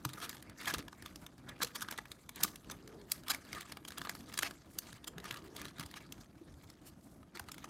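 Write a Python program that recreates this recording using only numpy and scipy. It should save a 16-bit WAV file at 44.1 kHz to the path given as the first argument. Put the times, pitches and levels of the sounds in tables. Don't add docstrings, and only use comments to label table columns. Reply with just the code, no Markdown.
import sys
import numpy as np
from scipy import signal
from scipy.fft import rfft, irfft, next_fast_len
from scipy.io import wavfile

SR = 44100
rng = np.random.default_rng(int(sys.argv[2]) if len(sys.argv) > 2 else 0)


def transcribe(u):
    v = np.clip(np.atleast_2d(u).T, -1, 1)
    q = np.round(v * 32767).astype(np.int16)
    wavfile.write(sys.argv[1], SR, q)


N = 339129
TIME = np.arange(N) / SR
GRAIN = 4096


def undb(db):
    return 10 ** (np.asarray(db) / 20)


def unit(x):
    return x / np.sqrt(np.mean(x ** 2))


def freqs(size):
    return np.maximum(np.arange(size // 2 + 1) * SR / size, 1)


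def shape(x, gain):
    return irfft(rfft(x) * gain, len(x))


def colour(points, f):
    hz, db = np.transpose(points)
    return undb(np.interp(np.log(f), np.log(hz), db))


def resonance(f, hz, width_hz):
    return 1 / (1 + 1j * (f * f - hz * hz) / (f * width_hz))


def fade(t, t60):
    return np.exp(-np.log(1000) * t / t60)


def walk(rate_hz):
    step = 32
    slow = rng.standard_normal(next_fast_len(N // step + 1))
    slow_hz = freqs(len(slow)) / step
    slow = unit(shape(slow, np.exp(-(slow_hz / rate_hz) ** 2)))
    return np.interp(np.arange(N) / step, np.arange(len(slow)), slow)


def add(out, start_s, x):
    i = max(int(start_s * SR), 0)
    out[i:i + len(x)] += x[:max(N - i, 0)]


def strip_body(f):
    # frequency in Hz, gain in dB.
    strip_colour = [(100, -25), (300, 1), (520, -7.5), (800, -2), (1150, 1.5), (1800, -0.5), (2600, -5.5),
                    (3800, -5), (6000, -9.5), (9000, -12), (12500, -14), (15000, -19.5), (16500, -34)]
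    # frequency in Hz, width in Hz, lift in dB.
    bending_modes = [(1244, 75, 4.5), (1675, 53, 3.5), (2260, 150, 1.5), (3350, 67, 2.5), (4680, 79, 3),
                     (5520, 79, 0.5), (6220, 91, 4), (8300, 360, 0), (11150, 190, 2.5), (11920, 190, 3.5),
                     (13200, 150, -4)]
    gain = colour(strip_colour, f)
    for hz, width_hz, lift_db in bending_modes:
        gain = gain * (1 + (undb(lift_db) - 1) * resonance(f, hz, width_hz))
    return gain


def radiate(force, tilt_db, ring_hz, uneven_db=3.0, spacing_hz=330):
    ring_gain, ring_q = 2.2, 8
    f = freqs(GRAIN)
    hardness = undb(tilt_db * np.log2(np.maximum(f, 800) / 3500))
    ring = 1 + ring_gain * undb(-max(tilt_db, 0)) * resonance(f, ring_hz, ring_hz / ring_q)
    favour = rng.standard_normal(size=128)
    contact = undb(uneven_db * np.interp(f, spacing_hz * np.arange(len(favour)), favour))
    y = shape(force, strip_body(f) * hardness * ring * contact)
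    return y / np.sqrt(np.sum(y ** 2))


def snaps(lesser, flutter_t60=.018, lead_in_db=-7):
    # time in seconds, relative level in dB, brightness in dB per octave, ring in Hz.
    snap_rows = [(.0515, -29.5, 2.5, 1263), (.0916, -44, 3, 3480), (.1344, -43.5, 3.5, 3850),
                 (.18, -44.5, -4, 1273), (.2944, -37, 5, 3742), (.426, -48, 5, 2370), (.658, -39, 2, 3116),
                 (.7395, -30, 0.5, 3485), (.7834, -40, 3.5, 2090), (.8823, -43.5, -0.5, 1610),
                 (.929, -46, -2.5, 1560), (1.0242, -46, 3, 1694), (1.0607, -40.5, 1, 3285),
                 (1.1592, -44, 1.5, 5280), (1.2655, -44, 2, 1622), (1.605, -39, -10, 1589),
                 (1.6471, -35, 4.5, 4180), (1.8092, -42, 5, 2127), (1.8865, -36.5, -2, 3430),
                 (1.925, -40, -2, 3344), (1.978, -41.5, 4, 3465), (2.056, -47.5, -0.5, 2650),
                 (2.1177, -40, 2, 3700), (2.2929, -40.5, 3, 2326), (2.3599, -44, 7, 4420),
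                 (2.4056, -46, 1, 1523), (2.5586, -44, 3.5, 2090), (2.7, -40.5, -2, 7410),
                 (2.8769, -49, 2.5, 1665), (3.015, -55, 1, 4220), (3.1189, -24.5, 7.5, 4586),
                 (3.2832, -36, 3.5, 3440), (3.3471, -34, 2.5, 2272), (3.5304, -36.5, 1, 2180),
                 (3.549, -42.5, -1, 3530), (3.6093, -42.5, 4.5, 2101), (3.7219, -39.5, 0, 5010),
                 (3.7712, -41.5, -0.5, 1310), (3.851, -43, 1.5, 3200), (3.9063, -45, 2, 1580),
                 (3.921, -44.5, -1, 1690), (3.9821, -40, 6.5, 2280), (3.9938, -48.5, -2, 3270),
                 (4.0167, -36, -0.5, 3130), (4.0503, -38.5, -1.5, 1245), (4.072, -39.5, -6, 4090),
                 (4.0953, -32, 2.5, 2130), (4.1518, -43.5, 2, 1641), (4.3768, -32, 3, 3690),
                 (4.39, -26.5, 3, 7380), (4.4316, -26.5, -0.5, 2770), (4.5104, -42, -1, 1202),
                 (4.7876, -30, 7, 6085), (4.929, -46.5, 2.5, 1727), (5.044, -44.5, 2, 3400),
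                 (5.1824, -41.5, -0.5, 1243), (5.3103, -33.5, -.5, 3284), (5.565, -40.5, 3, 3418),
                 (5.6164, -40.5, 2, 1747), (5.6542, -40, 0, 1191), (5.7974, -38, 2, 4343),
                 (5.8621, -48, 5.5, 1120), (5.9133, -49, 2, 1780), (5.9407, -43.5, -1, 3335),
                 (6.1238, -41, 3, 6100), (6.7013, -50, 2, 5260), (7.2306, -55, -2, 1250),
                 (7.3729, -43, 0, 1900), (7.3964, -38, 3.5, 1540), (7.399, -42.5, -8, 730),
                 (7.487, -44.5, 0, 1700), (7.5181, -41, 3, 6900), (7.544, -48, 4, 2020),
                 (7.5818, -46, 1, 2060), (7.643, -40.5, -1.5, 1666), (7.6767, -48.5, -13.5, 1980)]
    lead, spike, lead_in_t60 = 512, 5.2, .012
    out = np.zeros(N)
    t = (np.arange(GRAIN) - lead) / SR
    lead_in = undb(lead_in_db) * fade(abs(t), lead_in_t60)
    envelope = np.where(t < 0, lead_in, fade(abs(t), flutter_t60))
    for s, db, tilt_db, ring_hz in [*snap_rows, *lesser]:
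        force = rng.standard_normal(GRAIN) * envelope
        force[lead] = -spike
        snap = radiate(force, tilt_db, ring_hz)
        add(out, s - lead / SR, undb(db) * np.sqrt(0.0027 * SR) * snap)
    return out


def small_snaps(db, over_db=6, spread_db=6, most_db=-45, tilt_db=1.0, low_hz=1500, high_hz=4500,
                crowding=0.99, count=75):
    chance = np.cumsum(undb(crowding * db))
    rows = []
    for when, strength, pitch in rng.random((count, 3)):
        i = np.searchsorted(chance, when * chance[-1])
        level_db = min(db[i] + over_db, most_db) + spread_db * (strength - .5)
        ring_hz = low_hz * (high_hz / low_hz) ** pitch
        rows.append((TIME[i], level_db, tilt_db, ring_hz))
    return rows


def rasps(tooth_hz=900, scatter_db=4, hiss=0.23, skirt=3.3):
    # middle in seconds, relative level in dB, brightness in dB per octave, ring in Hz,
    # length in seconds.
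    jerks = [(0.237, -45.5, 1.5, 1272, 0.056), (.68, -34, 0.5, 1850, 0.016), (0.704, -39, 2, 1731, .02),
             (.746, -34.5, -0.8, 4120, 0.0052), (1.493, -47, 1.5, 3525, 0.0088),
             (1.622, -33.5, 0.5, 4100, 0.01), (1.6318, -30, 3.5, 5330, 0.0072),
             (1.759, -39.5, 2.5, 941, 0.012), (1.824, -38.5, 3.5, 1558, 0.014),
             (1.9125, -39.5, 4, 1640, 0.0051), (1.9886, -37, -2.5, 1835, 0.0061),
             (2.436, -21.5, 9, 4240, 0.0041), (2.447, -35.5, 2.3, 1176, .01),
             (2.716, -44.5, 4.5, 3716, 0.0089), (3.306, -30, 3, 4990, 0.013),
             (3.317, -33.5, 2, 1716, 0.0054), (3.884, -45, 2.5, 3430, 0.0093),
             (3.981, -43.5, -1, 3350, 0.011), (4.341, -43, 3, 4890, 0.006),
             (4.4272, -34, 1.5, 1290, 0.0045), (4.459, -42.5, 0, 2290, 0.042),
             (5.0788, -41.5, 3, 3290, 0.0099), (5.257, -44.5, 0.5, 1211, 0.0088),
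             (5.97, -50, 0, 1816, 0.022), (6.875, -58, 5, 2810, 0.039), (7.357, -49.5, -1, 4830, 0.013),
             (7.494, -51.5, -0.5, 1290, 0.0089)]
    out = np.zeros(N)
    t = (np.arange(GRAIN) - GRAIN // 2) / SR
    for s, db, tilt_db, ring_hz, length_s in jerks:
        force = hiss * rng.standard_normal(GRAIN)
        gaps = rng.uniform(.5, 1.5, size=256) * SR / tooth_hz
        teeth = np.cumsum(gaps).astype(int)
        sizes = undb(scatter_db * rng.standard_normal(size=256))
        inside = teeth < GRAIN
        force[teeth[inside]] += sizes[inside]
        force *= np.hanning(GRAIN) / (1 + abs(2 * t / length_s) ** skirt)
        add(out, s + t[0], undb(db) * np.sqrt(length_s * SR) * radiate(force, tilt_db, ring_hz))
    return out


def sliding():
    # fastest moment in seconds, relative level in dB,
    # length in seconds, treble relative to body in dB.
    pulls = [(0.124, -55, 0.13, 3), (0.258, -48, .1, 2), (0.513, -57.5, .1, -22), (0.607, -48, .04, 5.5),
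             (0.678, -41.5, 0.066, 2), (0.793, -42, 0.017, -3.5), (1.061, -58, 0.098, 1.5),
             (1.239, -58.5, 0.067, -18), (1.488, -49.5, .06, -20), (1.645, -50.5, 0.069, 5),
             (1.771, -49.5, 0.025, 4), (1.837, -45.5, 0.039, -7), (1.931, -49.5, 0.059, -2.5),
             (2.37, -50.5, 0.029, -6.5), (2.421, -43.5, 0.044, 0), (2.472, -53.5, 0.074, 7),
             (2.714, -51, 0.033, -2), (2.877, -64, .12, 0), (3.113, -53, 0.041, 7), (3.308, -44, 0.051, 0),
             (3.557, -48.5, 0.11, 0.5), (3.729, -61, 0.034, -3), (4.085, -52, 0.16, 2),
             (4.298, -52, 0.038, 5.5), (4.403, -50, 0.087, 6), (4.898, -57, 0.11, 4.5),
             (5.17, -54.5, 0.089, -27), (5.299, -46.5, 0.097, 0), (5.398, -66, 0.13, 4),
             (5.602, -48, .08, 2), (5.813, -47.5, 0.052, -4), (5.975, -56, 0.15, 0.5),
             (6.219, -59, 0.032, 6), (6.482, -57.5, 0.019, -6), (6.596, -65.5, 0.36, 5.5),
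             (7.375, -55, 0.052, 0.5), (7.528, -61.5, 0.11, 3.5), (7.641, -55, 0.06, 3)]
    rise_share, edge = 0.44, 1.3
    held_db, let_go_db, let_go_s, held_treble_db = -67, -77.5, 4.9, 5
    power = undb(np.where(TIME < let_go_s, held_db, let_go_db)) ** 2
    treble = power * held_treble_db
    for s, db, length_s, treble_db in pulls:
        along = np.maximum((s - TIME) / rise_share, (TIME - s) / (1 - rise_share)) / length_s
        flank = np.exp(-np.minimum(abs(along), 10) ** edge / 2)
        pull = (undb(db) * flank) ** 2
        power = power + pull
        treble = treble + pull * treble_db
    return 10 * np.log10(power), treble / power


def slide(db, treble, catch_hz=1200, scatter_db=0.5, hiss=0.83, grip_db=3.5, shift_db=4.5, shift_hz=18,
          pivot_hz=2000, span_octaves=2.6, gain_db=-7.0):
    f = freqs(N)
    sizes = undb(scatter_db * np.minimum(rng.exponential(size=N), 4))
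    catches = (rng.random(N) < catch_hz / SR) * sizes
    flutter = signal.lfilter([1], [1, -np.exp(-1 / (0.0013 * SR))], catches ** 2)
    force = unit(np.sqrt(flutter) * rng.standard_normal(N)) + hiss * rng.standard_normal(N)
    gripped = force * undb(grip_db * walk(45))
    rubbed = rfft(unit(shape(gripped, strip_body(f))))
    centres_hz, out = np.geomspace(450, 15000, 16), 0
    for hz, band in zip(centres_hz, np.eye(len(centres_hz))):
        lift_db = treble * np.clip(np.log2(hz / pivot_hz) / span_octaves, 0, 1.25)
        part = irfft(rubbed * np.interp(np.log(f), np.log(centres_hz), band), N)
        out = out + part * undb(lift_db + shift_db * walk(shift_hz))
    return undb(db + gain_db) * out


def crackle(db, treble, ticks_db=-3, scatter_db=2.0, tick_t60=0.014, focus_q=0.92, count=900):
    out = np.zeros(N)
    t = (np.arange(GRAIN) - 256) / SR
    for when, strength, pitch in rng.random((count, 3)):
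        i, hz = int(when * N), 1200 * 7 ** pitch
        dullness_db = min(treble[i] - 5.5, 0) * pitch
        level_db = db[i] + ticks_db + dullness_db + scatter_db * min(-np.log(1 - strength), 2.5)
        force = rng.standard_normal(GRAIN) * (t >= 0) * fade(abs(t), tick_t60)
        force = shape(force, resonance(freqs(GRAIN), hz, hz / focus_q))
        add(out, TIME[i], undb(level_db) * np.sqrt(0.0023 * SR) * radiate(force, 0, hz))
    return out


def swishes(grain_db=4.0):
    # middle in seconds, relative level in dB, length in seconds.
    strokes = [(1.228, -69.5, 0.07), (4.728, -63, 0.057), (4.834, -74, 0.053), (7.08, -73.5, 0.14)]
    # frequency in Hz, gain in dB.
    swish_colour = [(1000, -7), (3000, -10), (5500, -4), (8500, -1), (11500, -2), (14000, -5), (16500, -19)]
    stroke = 0
    for s, db, length_s in strokes:
        stroke = stroke + undb(db) * np.exp(-(2 * (TIME - s) / length_s) ** 4 / 2)
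    hiss = unit(shape(rng.standard_normal(N), colour(swish_colour, freqs(N))))
    return stroke * undb(grain_db * walk(60)) * hiss


def bumps(push_s=0.0032, rough=0.32, gain_db=-2):
    # start in seconds, relative level in dB, pitch in Hz.
    pushes = [(.055, -28, 130.3), (0.052, -30.5, 302.6), (0.676, -47, 329.6), (.751, -39.5, 166),
              (0.76, -36.5, 76), (0.791, -35.5, 285), (1.616, -40.5, 186), (1.634, -35.5, 477),
              (2.437, -35, 196.3), (2.445, -38, 312), (4.432, -38, 278.5), (4.438, -41.5, 114),
              (5.159, -38.5, 170.6), (5.319, -40, 122.9), (5.792, -37, 165.3), (5.85, -41, 85.05),
              (6.411, -36.5, 328.4), (6.528, -46, 72.6), (7.352, -40, 362), (7.407, -42.5, 78.7)]
    mid_t60, mid_hz, damping = 0.08, 168, .45
    out = np.zeros(N)
    t = np.arange(4 * GRAIN) / SR
    f = freqs(len(t))
    push = 1 - np.exp(-(t / push_s) ** 2)
    for s, db, hz in pushes:
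        t60 = mid_t60 * (mid_hz / hz) ** damping
        wobble = unit(shape(rng.standard_normal(len(t)), resonance(f, hz, hz / 2) ** 2))
        note = np.sin(2 * np.pi * hz * t) + rough * wobble
        add(out, s, undb(db + gain_db) * note * push * fade(t, t60))
    return out


def flex(db, gain_db=-6, follow=0.52, mat_hz=170, width_hz=260, rest_db=-60):
    effort_db = rest_db + follow * (db - rest_db) + 3.7 * walk(7.9)
    creak = unit(shape(rng.standard_normal(N), resonance(freqs(N), mat_hz, width_hz) ** 2))
    return undb(effort_db + gain_db) * creak


def room(x, delay_s=0.00095):
    # centre in Hz, t60 in seconds, relative level in dB.
    reverb_bands = [(250, 1, -11.5), (710, 0.27, -7.5), (1490, 0.66, -21.5), (3500, 0.21, -18),
                    (7000, 0.23, -15.5), (13000, 0.25, -19.5)]
    t = np.arange(SR // 2) / SR
    f, tail = freqs(len(t)), 0
    log_centres = np.log([row[0] for row in reverb_bands])
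    noise = rng.standard_normal(len(t))
    for (_, t60, db), band in zip(reverb_bands, np.eye(len(reverb_bands))):
        envelope = fade(t, t60) * (1 - np.exp(-(t / delay_s) ** 2))
        envelope = envelope / np.sqrt(np.sum(envelope ** 2))
        tail = tail + undb(db) * shape(noise, np.interp(np.log(f), log_centres, band)) * envelope
    return signal.fftconvolve(x, tail)[:N]


def background(rumble_db=-59.5, waver_db=2.82, swell_width_hz=105, arch=0.15, air_db=-9, air_hz=620):
    # frequency in Hz, relative density in dB per Hz.
    room_colour = [(20, -19.5), (32, -16.5), (45, 2), (70, 1.5), (150, 1), (310, 0.5), (450, -15),
                   (620, -10.5), (900, -18), (1200, -18.5), (2500, -34), (6000, -35.5), (12000, -35),
                   (16000, -50)]
    # middle in seconds, relative level in dB, length in seconds, top pitch in Hz.
    rumble_swells = [(2.941, -58, 0.16, 426), (5.167, -59.5, 0.16, 401.5), (5.532, -58, 0.18, 381.7)]
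    rumble = unit(shape(rng.standard_normal(N), colour(room_colour, freqs(N))))
    out = undb(rumble_db + waver_db * walk(18)) * rumble
    air = undb(air_db) * unit(shape(rng.standard_normal(N), resonance(freqs(N), air_hz, air_hz) ** 2))
    for s, db, length_s, top_hz in rumble_swells:
        swell = np.exp(-(1.1 * (TIME - s) / length_s) ** 2)
        pitch_hz = top_hz * (1 - 2 * arch * (1 - swell))
        phase = 2 * np.pi * np.cumsum(pitch_hz) / SR
        core = unit(walk(swell_width_hz) * np.cos(phase) + walk(swell_width_hz) * np.sin(phase))
        out += undb(db) * swell * (core + air)
    return out


def scene():
    db, treble = sliding()
    weaving = snaps(small_snaps(db)) + rasps()
    weaving = weaving + slide(db, treble) + crackle(db, treble) + swishes()
    weaving = weaving + bumps() + flex(db)
    return (weaving + room(weaving) + background())[None]


def record(dry):
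    low_hz, top_hz = 36, 16200
    dry = signal.sosfilt(signal.butter(4, low_hz, "high", fs=SR, output="sos"), dry)
    return signal.sosfilt(signal.ellip(10, .2, 70, top_hz, fs=SR, output="sos"), dry)


dry = scene()
out = record(dry)
transcribe(out)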